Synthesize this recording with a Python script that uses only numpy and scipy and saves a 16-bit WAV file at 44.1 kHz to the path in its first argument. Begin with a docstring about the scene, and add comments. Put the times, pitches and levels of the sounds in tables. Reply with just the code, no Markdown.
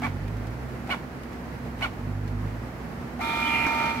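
"""Room noise, a wavering hum and a low throb, probably an engine outside, run from start to end.
Close by, an inkjet printer steps a sheet forward three times: its motor drives two gear meshes that
knock, whine and rattle in the plastic case as the print head turns round. Faint ticks fall in between.
At 3.2 s it runs the sheet out in one long whir. The paper swishes, rubs and squeaks, its tail flicks
off the rollers, and they sing on thinly until the motor starts to slow."""
import sys
import numpy as np
from scipy import signal
from scipy.fft import rfft, irfft
from scipy.io import wavfile

SR = 44100
rng = np.random.default_rng(int(sys.argv[2]) if len(sys.argv) > 2 else 0)


def bounce(signal):
    """Save signal as a 16-bit WAV file at the path given by the first command-line argument."""
    frames = np.transpose(np.atleast_2d(signal))
    limited = np.clip(frames, -1, 1)
    pcm = np.round(limited * 32767).astype(np.int16)
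    wavfile.write(sys.argv[1], SR, pcm)


N = 176400
T, FREQS = np.arange(N) / SR, np.maximum(np.fft.rfftfreq(N, 1 / SR), 1)
EJECT_S, EJECT_SPIN_UP_S, FLICK_S = 3.186, .034, 3.666
DRIVE_PEAK_S, BRAKE_PEAK_S = .030, .045  # after the start of a step
CASE_PAN_DB, PAPER_PAN_DB = -1.5, -3  # left over right

# feed steps: t/s, top speed/eject speed, level/dB
STEPS = [(0.014, .965, -6), (0.886, 1.236, -2.5), (1.803, 1.236, -2)]
# load on the gears in the eject: t/s, idler mesh level/dB, pinion mesh level/dB
GEAR_LOAD = [(3.2, -2, -1.5), (3.4, -0.5, 1), (3.55, 0, 0), (3.64, -0.5, -0.5), (3.7, 1.5, 0.5),
             (3.81, 2.5, 2), (3.9, 2.5, 1), (3.94, -2.5, -4.5), (4.0, -4.5, -6)]
# stereo image of the printer: f/Hz, left-right correlation
CASE_IMAGE = [(200, 1), (700, 0.8), (1500, 0.97), (2400, 0.41), (4000, -0.036), (12000, -0.026)]
# EQ of the ticks and the carriage: f/Hz, level/dB
PLASTIC_EQ = [(600, -13), (2500, 5), (6000, -7.5), (12000, -14), (16000, -16)]


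def undb(db):
    """Decibels to gain."""
    return 10 ** (np.asarray(db) / 20)


def unit(x):
    """Scale to rms 1."""
    return x / np.sqrt(np.mean(x ** 2))


def curve(rows, column=1):
    """Automation lane: one column of a time table, at every sample."""
    rows = np.array(rows)
    return np.interp(T, rows[:, 0], rows[:, column])


def across(points, hz=FREQS):
    """Read (f/Hz, value) points on a log-frequency axis."""
    points = np.array(points)
    return np.interp(np.log(hz), np.log(points[:, 0]), points[:, 1])


def resonances(modes):
    """Gain per frequency of steep resonances: f/Hz, width/Hz, level/dB."""
    return sum(undb(db) / (1 + ((FREQS / hz - hz / FREQS) * hz / width) ** 2) for hz, width, db in modes)


def drift(rate_hz):
    """Random modulator: low-passed noise at rms 1."""
    return unit(irfft(rfft(rng.standard_normal(N)) / (1 + (FREQS / rate_hz) ** 4), N))


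def pan(db):
    """Channel gains with the left db above the right."""
    return undb(np.array([[db], [-db]]) / 2)


def noise(eq, image=CASE_IMAGE, gate=1):
    """Stereo noise at rms 1, gated ahead of its EQ."""
    correlation = np.clip(across(image), -.99, .99)
    spectra = rfft(rng.standard_normal((2, N)) * gate) * eq
    mid, side = spectra * np.sqrt([1 + correlation, 1 - correlation])
    return unit(irfft(np.array([mid + side, mid - side]), N))


def hit(start_s, decay_s):
    """Envelope with a hard attack and an exponential tail."""
    return (T >= start_s) * np.exp(-np.maximum(T - start_s, 0) / decay_s)


def ramp(start_s, length_s):
    """Smooth fade from 0 to 1."""
    return np.sin(np.pi / 2 * np.clip((T - start_s) / length_s, 0, 1))


def feed_steps(peak_s, spin_up_s=.027, hold_s=.011, brake_s=.050, swell_db=9, swell_width_s=.015):
    """Speed and envelope of the steps: spin up, hold, brake, with a swell peak_s after each start."""
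    speed, envelope = 0, 0
    for start, top_speed, db in STEPS:
        braked = np.clip((T - start - spin_up_s - hold_s) / brake_s, 0, 1)
        move = ramp(start, spin_up_s) * (1 - braked ** 2)
        lift_db = swell_db / (1 + ((T - start - peak_s) / swell_width_s) ** 4)
        speed = speed + top_speed * move
        envelope = envelope + undb(db + lift_db) * move ** 2
    return speed, envelope


def room(air_db=-38, low_cut_hz=46, hum_hz=241.9, hum_width_hz=4.9, hum_db=-46.5):
    """A bed of broad room noise, with a noise band so narrow that it wavers as a hum."""
    air_eq = [(65, -7), (110, -6), (188, -6), (209, -10), (242, 0), (268, -11), (343, -10.5), (414, -14),
              (450, -12.5), (542, -16.5), (786, -16), (909, -18.5), (1490, -21), (1960, -22.5),
              (3490, -37.5), (4480, -37.5), (9050, -47), (12100, -44.5), (15500, -49)]  # colour of the room noise: f/Hz, level/dB
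    air_swell = [(0, 1), (.45, 1.5), (.8, 2), (1.08, 0.5), (1.3, 1), (1.75, 1), (2.15, 0), (2.5, 1.5),
                 (3.1, 2), (4, 1.5)]  # its slow rise and fall: t/s, level/dB
    room_image = [(100, 1), (300, 0.86), (700, 0.49), (1500, 0), (4000, 0.013), (12000, 0)]  # stereo image: f/Hz, left-right correlation
    eq = undb(across(air_eq)) / (1 + (low_cut_hz / FREQS) ** 4)
    air = noise(eq, room_image) * undb(air_db + curve(air_swell) + .52 * drift(11.6))
    hum = noise(resonances([(hum_hz, hum_width_hz, 0)]), room_image) * undb(hum_db)
    return air + hum


def throb(harmonics=7):
    """Dull, slightly uneven pulses, probably an engine outside, whose rate rises and falls."""
    revs = [(0, 48, -39), (.15, 46.7, -32.5), (.37, 54, -31), (.47, 53, -35), (.58, 62, -33.5),
            (.8, 63.5, -41.5), (1.22, 66.5, -47), (1.65, 65.6, -38), (1.85, 59, -36.5), (1.96, 42, -43),
            (2.04, 50, -32.5), (2.2, 50, -31.5), (2.44, 51, -30), (2.52, 53, -34), (2.72, 61, -40.5),
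            (3.04, 60.5, -43), (3.45, 65, -41.5), (4, 64, -46)]  # course of the throb: t/s, pulse rate/Hz, level/dB
    throb_eq = [(40, -2), (55, 3.5), (98, 6), (145, 1.5), (200, -33), (250, -10), (400, -37)]  # weight of its harmonics: f/Hz, level/dB
    hz = curve(revs) * (1 + .005 * drift(20))
    phase = 2 * np.pi * np.cumsum(hz) / SR
    pulses = sum(undb(across(throb_eq, k * hz) + .9 * drift(15)) * np.cos(k * phase)
                 for k in range(1, harmonics + 1))
    return unit(pulses) * undb(curve(revs, column=2) + .7 * drift(25))


def ticks(decay_s=.0078):
    """Faint plastic ticks of the mechanism between the steps."""
    tick_cues = [(0.28, -46), (0.369, -49), (0.469, -45), (0.873, -46), (1.234, -45.5), (1.331, -48.5),
                 (1.791, -48), (2.277, -45)]  # ticks: t/s, level/dB
    return noise(undb(across(PLASTIC_EQ))) * sum(undb(db) * hit(s, decay_s) for s, db in tick_cues)


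def carriage(level_db=-52.5, delay_s=.041, width_s=.066):
    """A soft slide swells around each step as the print head turns round."""
    turning = sum(np.exp(-((T - start - delay_s) / width_s) ** 2) for start, _, _ in STEPS)
    return noise(undb(across(PLASTIC_EQ))) * turning * undb(level_db)


def rollers(step_db=-54.5, sing_db=-54):
    """The rollers hiss as they turn and sing thinly once free of the sheet."""
    hiss_eq = [(1500, -22), (4000, 7), (6000, -1.5), (9000, -5.5), (12000, -4.5), (16000, -12)]  # colour of the hiss: f/Hz, level/dB
    hiss_fader = [(3.19, -90), (3.21, -46.5), (3.4, -46), (3.64, -46), (3.7, -47.5), (4, -52)]  # hiss in the eject: t/s, level/dB
    sing_modes = [(4190, 67, 0), (4700, 200, -3), (5840, 180, -1)]  # f/Hz, width/Hz, level/dB
    _, driving = feed_steps(DRIVE_PEAK_S)
    ejecting = undb(curve(hiss_fader)) * ramp(EJECT_S, EJECT_SPIN_UP_S)
    hiss = noise(undb(across(hiss_eq)), gate=undb(drift(200))) * (ejecting + undb(step_db) * driving)
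    sing = noise(resonances(sing_modes)) * (T > FLICK_S) * undb(sing_db + curve(GEAR_LOAD))
    return hiss + sing


def sheet_slide(swish_width_hz=430, grain_db=6.6, rub_pan_db=-4.5):
    """The paper rubs harder on the rollers, and its swish falls as more of it hangs free."""
    rub_fader = [(3.19, -75), (3.22, -49), (3.42, -42), (3.5, -35.5), (3.61, -29.5), (3.662, -28),
                 (3.68, -48), (4.0, -46)]  # paper on the rollers: t/s, level/dB
    rub_modes = [(2413, 110, 1), (2060, 260, -6), (2730, 110, -7)]  # f/Hz, width/Hz, level/dB
    swish_sweep = [(3.2, 3880, -70), (3.24, 3610, -46), (3.35, 3440, -43), (3.43, 3366, -45),
                   (3.48, 3230, -39), (3.51, 3020, -43), (3.56, 2773, -39), (3.655, 2700, -41),
                   (3.69, 2570, -75)]  # sliding paper: t/s, centre f/Hz, level/dB
    rub = noise(resonances(rub_modes), gate=undb(grain_db * drift(250)))
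    rub = rub * undb(curve(rub_fader)) * pan(rub_pan_db)
    phase = 2 * np.pi * np.cumsum(curve(swish_sweep)) / SR
    band = np.array([drift(swish_width_hz) * np.cos(phase) + drift(swish_width_hz) * np.sin(phase)
                     for _ in range(2)])
    swish = band * undb(curve(swish_sweep, column=2)) * pan(PAPER_PAN_DB)
    return (rub + swish) * ramp(EJECT_S, EJECT_SPIN_UP_S)


def sheet_thumps(bump_s=3.462, bump_db=-34, flick_db=-24):
    """The sheet bumps as it droops and catches, then its tail flicks off the rollers."""
    flick_modes = [(254, 42, 6), (164, 29, -6), (1100, 1450, -13), (5200, 2200, -36)]  # thump of the tail: f/Hz, width/Hz, level/dB
    bump_modes = [(287, 50, 0)]  # drooping sheet: f/Hz, width/Hz, level/dB
    flick = noise(resonances(flick_modes)) * hit(FLICK_S, decay_s=.026) * undb(flick_db)
    bump = noise(resonances(bump_modes)) * hit(bump_s, decay_s=.03) * undb(bump_db)
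    return bump + flick * pan(CASE_PAN_DB)


def squeaks(sink_per_s=.3, jitter=.012, left_lead_rad=1.5):
    """Short rough tones that sink in pitch: first a gear tone near 3 kHz swells briefly as the swish passes
    through it, then the sliding sheet catches and slips."""
    squeak_cues = [(3.468, 0.037, 3040, -34), (3.48, 0.0122, 3330, -32), (3.552, .03, 2760, -31),
                   (3.635, 0.015, 2570, -35), (3.661, .016, 2210, -25)]  # a gear tone swelling near 3 kHz, then catches on the rollers: centre t/s, length/s, f/Hz, peak level/dB
    tones = 0
    for s, length, hz, db in squeak_cues:
        pitch = hz * (1 - sink_per_s * np.clip(T - s, -length, length) + jitter * drift(256))
        tone = np.sin(2 * np.pi * np.cumsum(pitch) / SR + np.array([[left_lead_rad], [0]]))
        tones = tones + tone * undb(db) * np.exp(-(2 * (T - s) / length) ** 2)
    return tones * pan(PAPER_PAN_DB)


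def gear_slack(level_db=-31.5, eject_trim_db=-5, delay_s=.007, decay_s=.018):
    """A hollow knock as the teeth take up their slack at each start, gentler for the eject."""
    knock_modes = [(740, 110, 0), (2230, 900, -19)]  # f/Hz, width/Hz, level/dB
    knocks = sum(hit(start + delay_s, decay_s) for start, _, _ in STEPS)
    knocks = knocks + undb(eject_trim_db) * hit(EJECT_S + delay_s, decay_s)
    return noise(resonances(knock_modes)) * undb(level_db) * knocks


def resonant_lift_db(hz, bow_s=3.556, bow_width_s=.11, bow_hz=2440, bow_width_hz=770, bow_db=8.5):
    """Boost of a gear partial as the case, and briefly the bowed sheet, radiate it."""
    case_modes = [(847, 64, 7.5), (1431, 57, 4), (2257, 207, 4.5)]  # plastic case: f/Hz, width/Hz, level/dB
    bowing = np.exp(-((T - bow_s) / bow_width_s) ** 2)
    modes = case_modes + [(bow_hz, bow_width_hz, bow_db * bowing)]
    return sum(db / (1 + (2 * (hz - centre) / width) ** 2) for centre, width, db in modes)


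def tooth_rattle(travel, mesh_hz, moving, decay_s=.0005, scatter_db=2):
    """Every tooth knocks: a tiny noise burst, each at its own level."""
    rattle_eq = [(100, -35), (250, 10), (480, -7.5), (650, 4.5), (860, 3), (1020, -4), (1400, 3),
                 (1650, -5), (2000, -1.5), (2350, 5), (2650, -9), (3300, -8.5), (4300, -15.5), (6000, -22),
                 (9000, -28.5), (12000, -28), (16000, -32)]  # colour of the knocks: f/Hz, level/dB
    teeth = travel * mesh_hz
    strength = undb(scatter_db * rng.standard_normal(N)[teeth.astype(int)])
    knocks = strength * np.exp(-(teeth % 1) / mesh_hz / decay_s)
    rattle = noise(undb(across(rattle_eq)), gate=knocks * moving)
    return rattle * np.sqrt(np.mean(moving)) * pan(CASE_PAN_DB)


def gears(shaft_hz=75, idler_mesh_hz=916.5):
    """Two meshes whine with their sum tones and rattle; the rates given hold at eject speed."""
    # gear tones: shaft multiple, idler mesh multiple, step level/dB, eject level/dB, pan/dB, left lead/rad
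    partials = [(0, 1, -39.5, -34.3, -2.5, 1.45), (16, 0, -39, -39.3, -3, 1.3),
                (18, 0, -59, -39.3, 3, -0.24), (0, 2, -40.5, -49, -6, 1.6), (32, 0, -41, -38.5, -5, 1.15),
                (16, 1, -55, -46.5, -11, 0.2), (15, 0, -61, -53, 4, -0.84), (17, 0, -55, -44, -1, 2.2),
                (31, 0, -53, -47.5, -8, -1.6), (0, 3, -50, -52, -3.5, 3.6), (16, 2, -65, -52, -4, 2.5),
                (32, 1, -62, -51.5, 3, 3.6), (46, 0, -54, -62, -5, -1.4), (48, 0, -57, -55.5, 1, 4),
                (32, 2, -69, -58, 7, 1.5)]
    slow_s, slow_per_s = 3.968, 1.4  # the motor slows once the sheet is out
    treble_hz, flutter_db = 1700, 1.1
    eject_rattle_db, step_rattle_db = -34.5, -35
    run = ramp(EJECT_S, EJECT_SPIN_UP_S)
    idler_load = run ** 2 * undb(curve(GEAR_LOAD))
    pinion_load = run ** 2 * undb(curve(GEAR_LOAD, column=2))
    step_speed, driving = feed_steps(DRIVE_PEAK_S)
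    _, braking = feed_steps(BRAKE_PEAK_S)
    step_speed = step_speed * (1 + .008 * drift(90))  # the motor hunts in a step
    speed = step_speed + run * (1 - slow_per_s * np.maximum(T - slow_s, 0))
    travel = np.cumsum(speed * (1 + .001 * drift(120))) / SR  # in seconds at eject speed
    chatter = 1 + .12 * drift(420)  # the teeth chatter in a step
    whine = 0
    for shaft, idler, step_db, eject_db, pan_db, lead in partials:
        hz = shaft * shaft_hz + idler * idler_mesh_hz
        step = chatter * (driving if hz > treble_hz else braking) * undb(step_db)
        eject = (pinion_load if shaft else idler_load) * undb(eject_db)
        envelope = (step + eject) * undb(resonant_lift_db(hz * speed) + flutter_db * drift(49))
        tone = np.sqrt(2) * np.sin(2 * np.pi * hz * travel + np.array([[lead], [0]]))
        whine = whine + tone * envelope * pan(pan_db)
    effort = idler_load * undb(eject_rattle_db) + np.sqrt((driving + braking) / 2) * undb(step_rattle_db)
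    rattle = tooth_rattle(travel, idler_mesh_hz, speed > 0) * effort
    tremolo = 1 + .08 * np.sin(2 * np.pi * shaft_hz * travel)  # once per turn of the shaft
    return tremolo * (whine + rattle)


def scene(echo_db=-13, background_pan_db=-2.5):
    """The printer with its short echo off the walls, over the room bed and the throb."""
    printer = gears() + gear_slack() + sheet_slide() + rollers() + sheet_thumps()
    printer = printer + squeaks() + carriage() + ticks()
    walls = rng.standard_normal((2, N)) * hit(start_s=.0056, decay_s=.032)
    walls = walls / np.sqrt(np.sum(walls ** 2, axis=1, keepdims=True))
    echo = signal.fftconvolve(printer, walls, axes=1)[:, :N]
    return printer + undb(echo_db) * echo + (room() + throb()) * pan(background_pan_db)


def record(dry):
    """A steep low-pass takes off the very top."""
    return signal.sosfilt(signal.ellip(10, .2, 80, 15750, fs=SR, output="sos"), dry)


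dry = scene()
out = record(dry)
bounce(out)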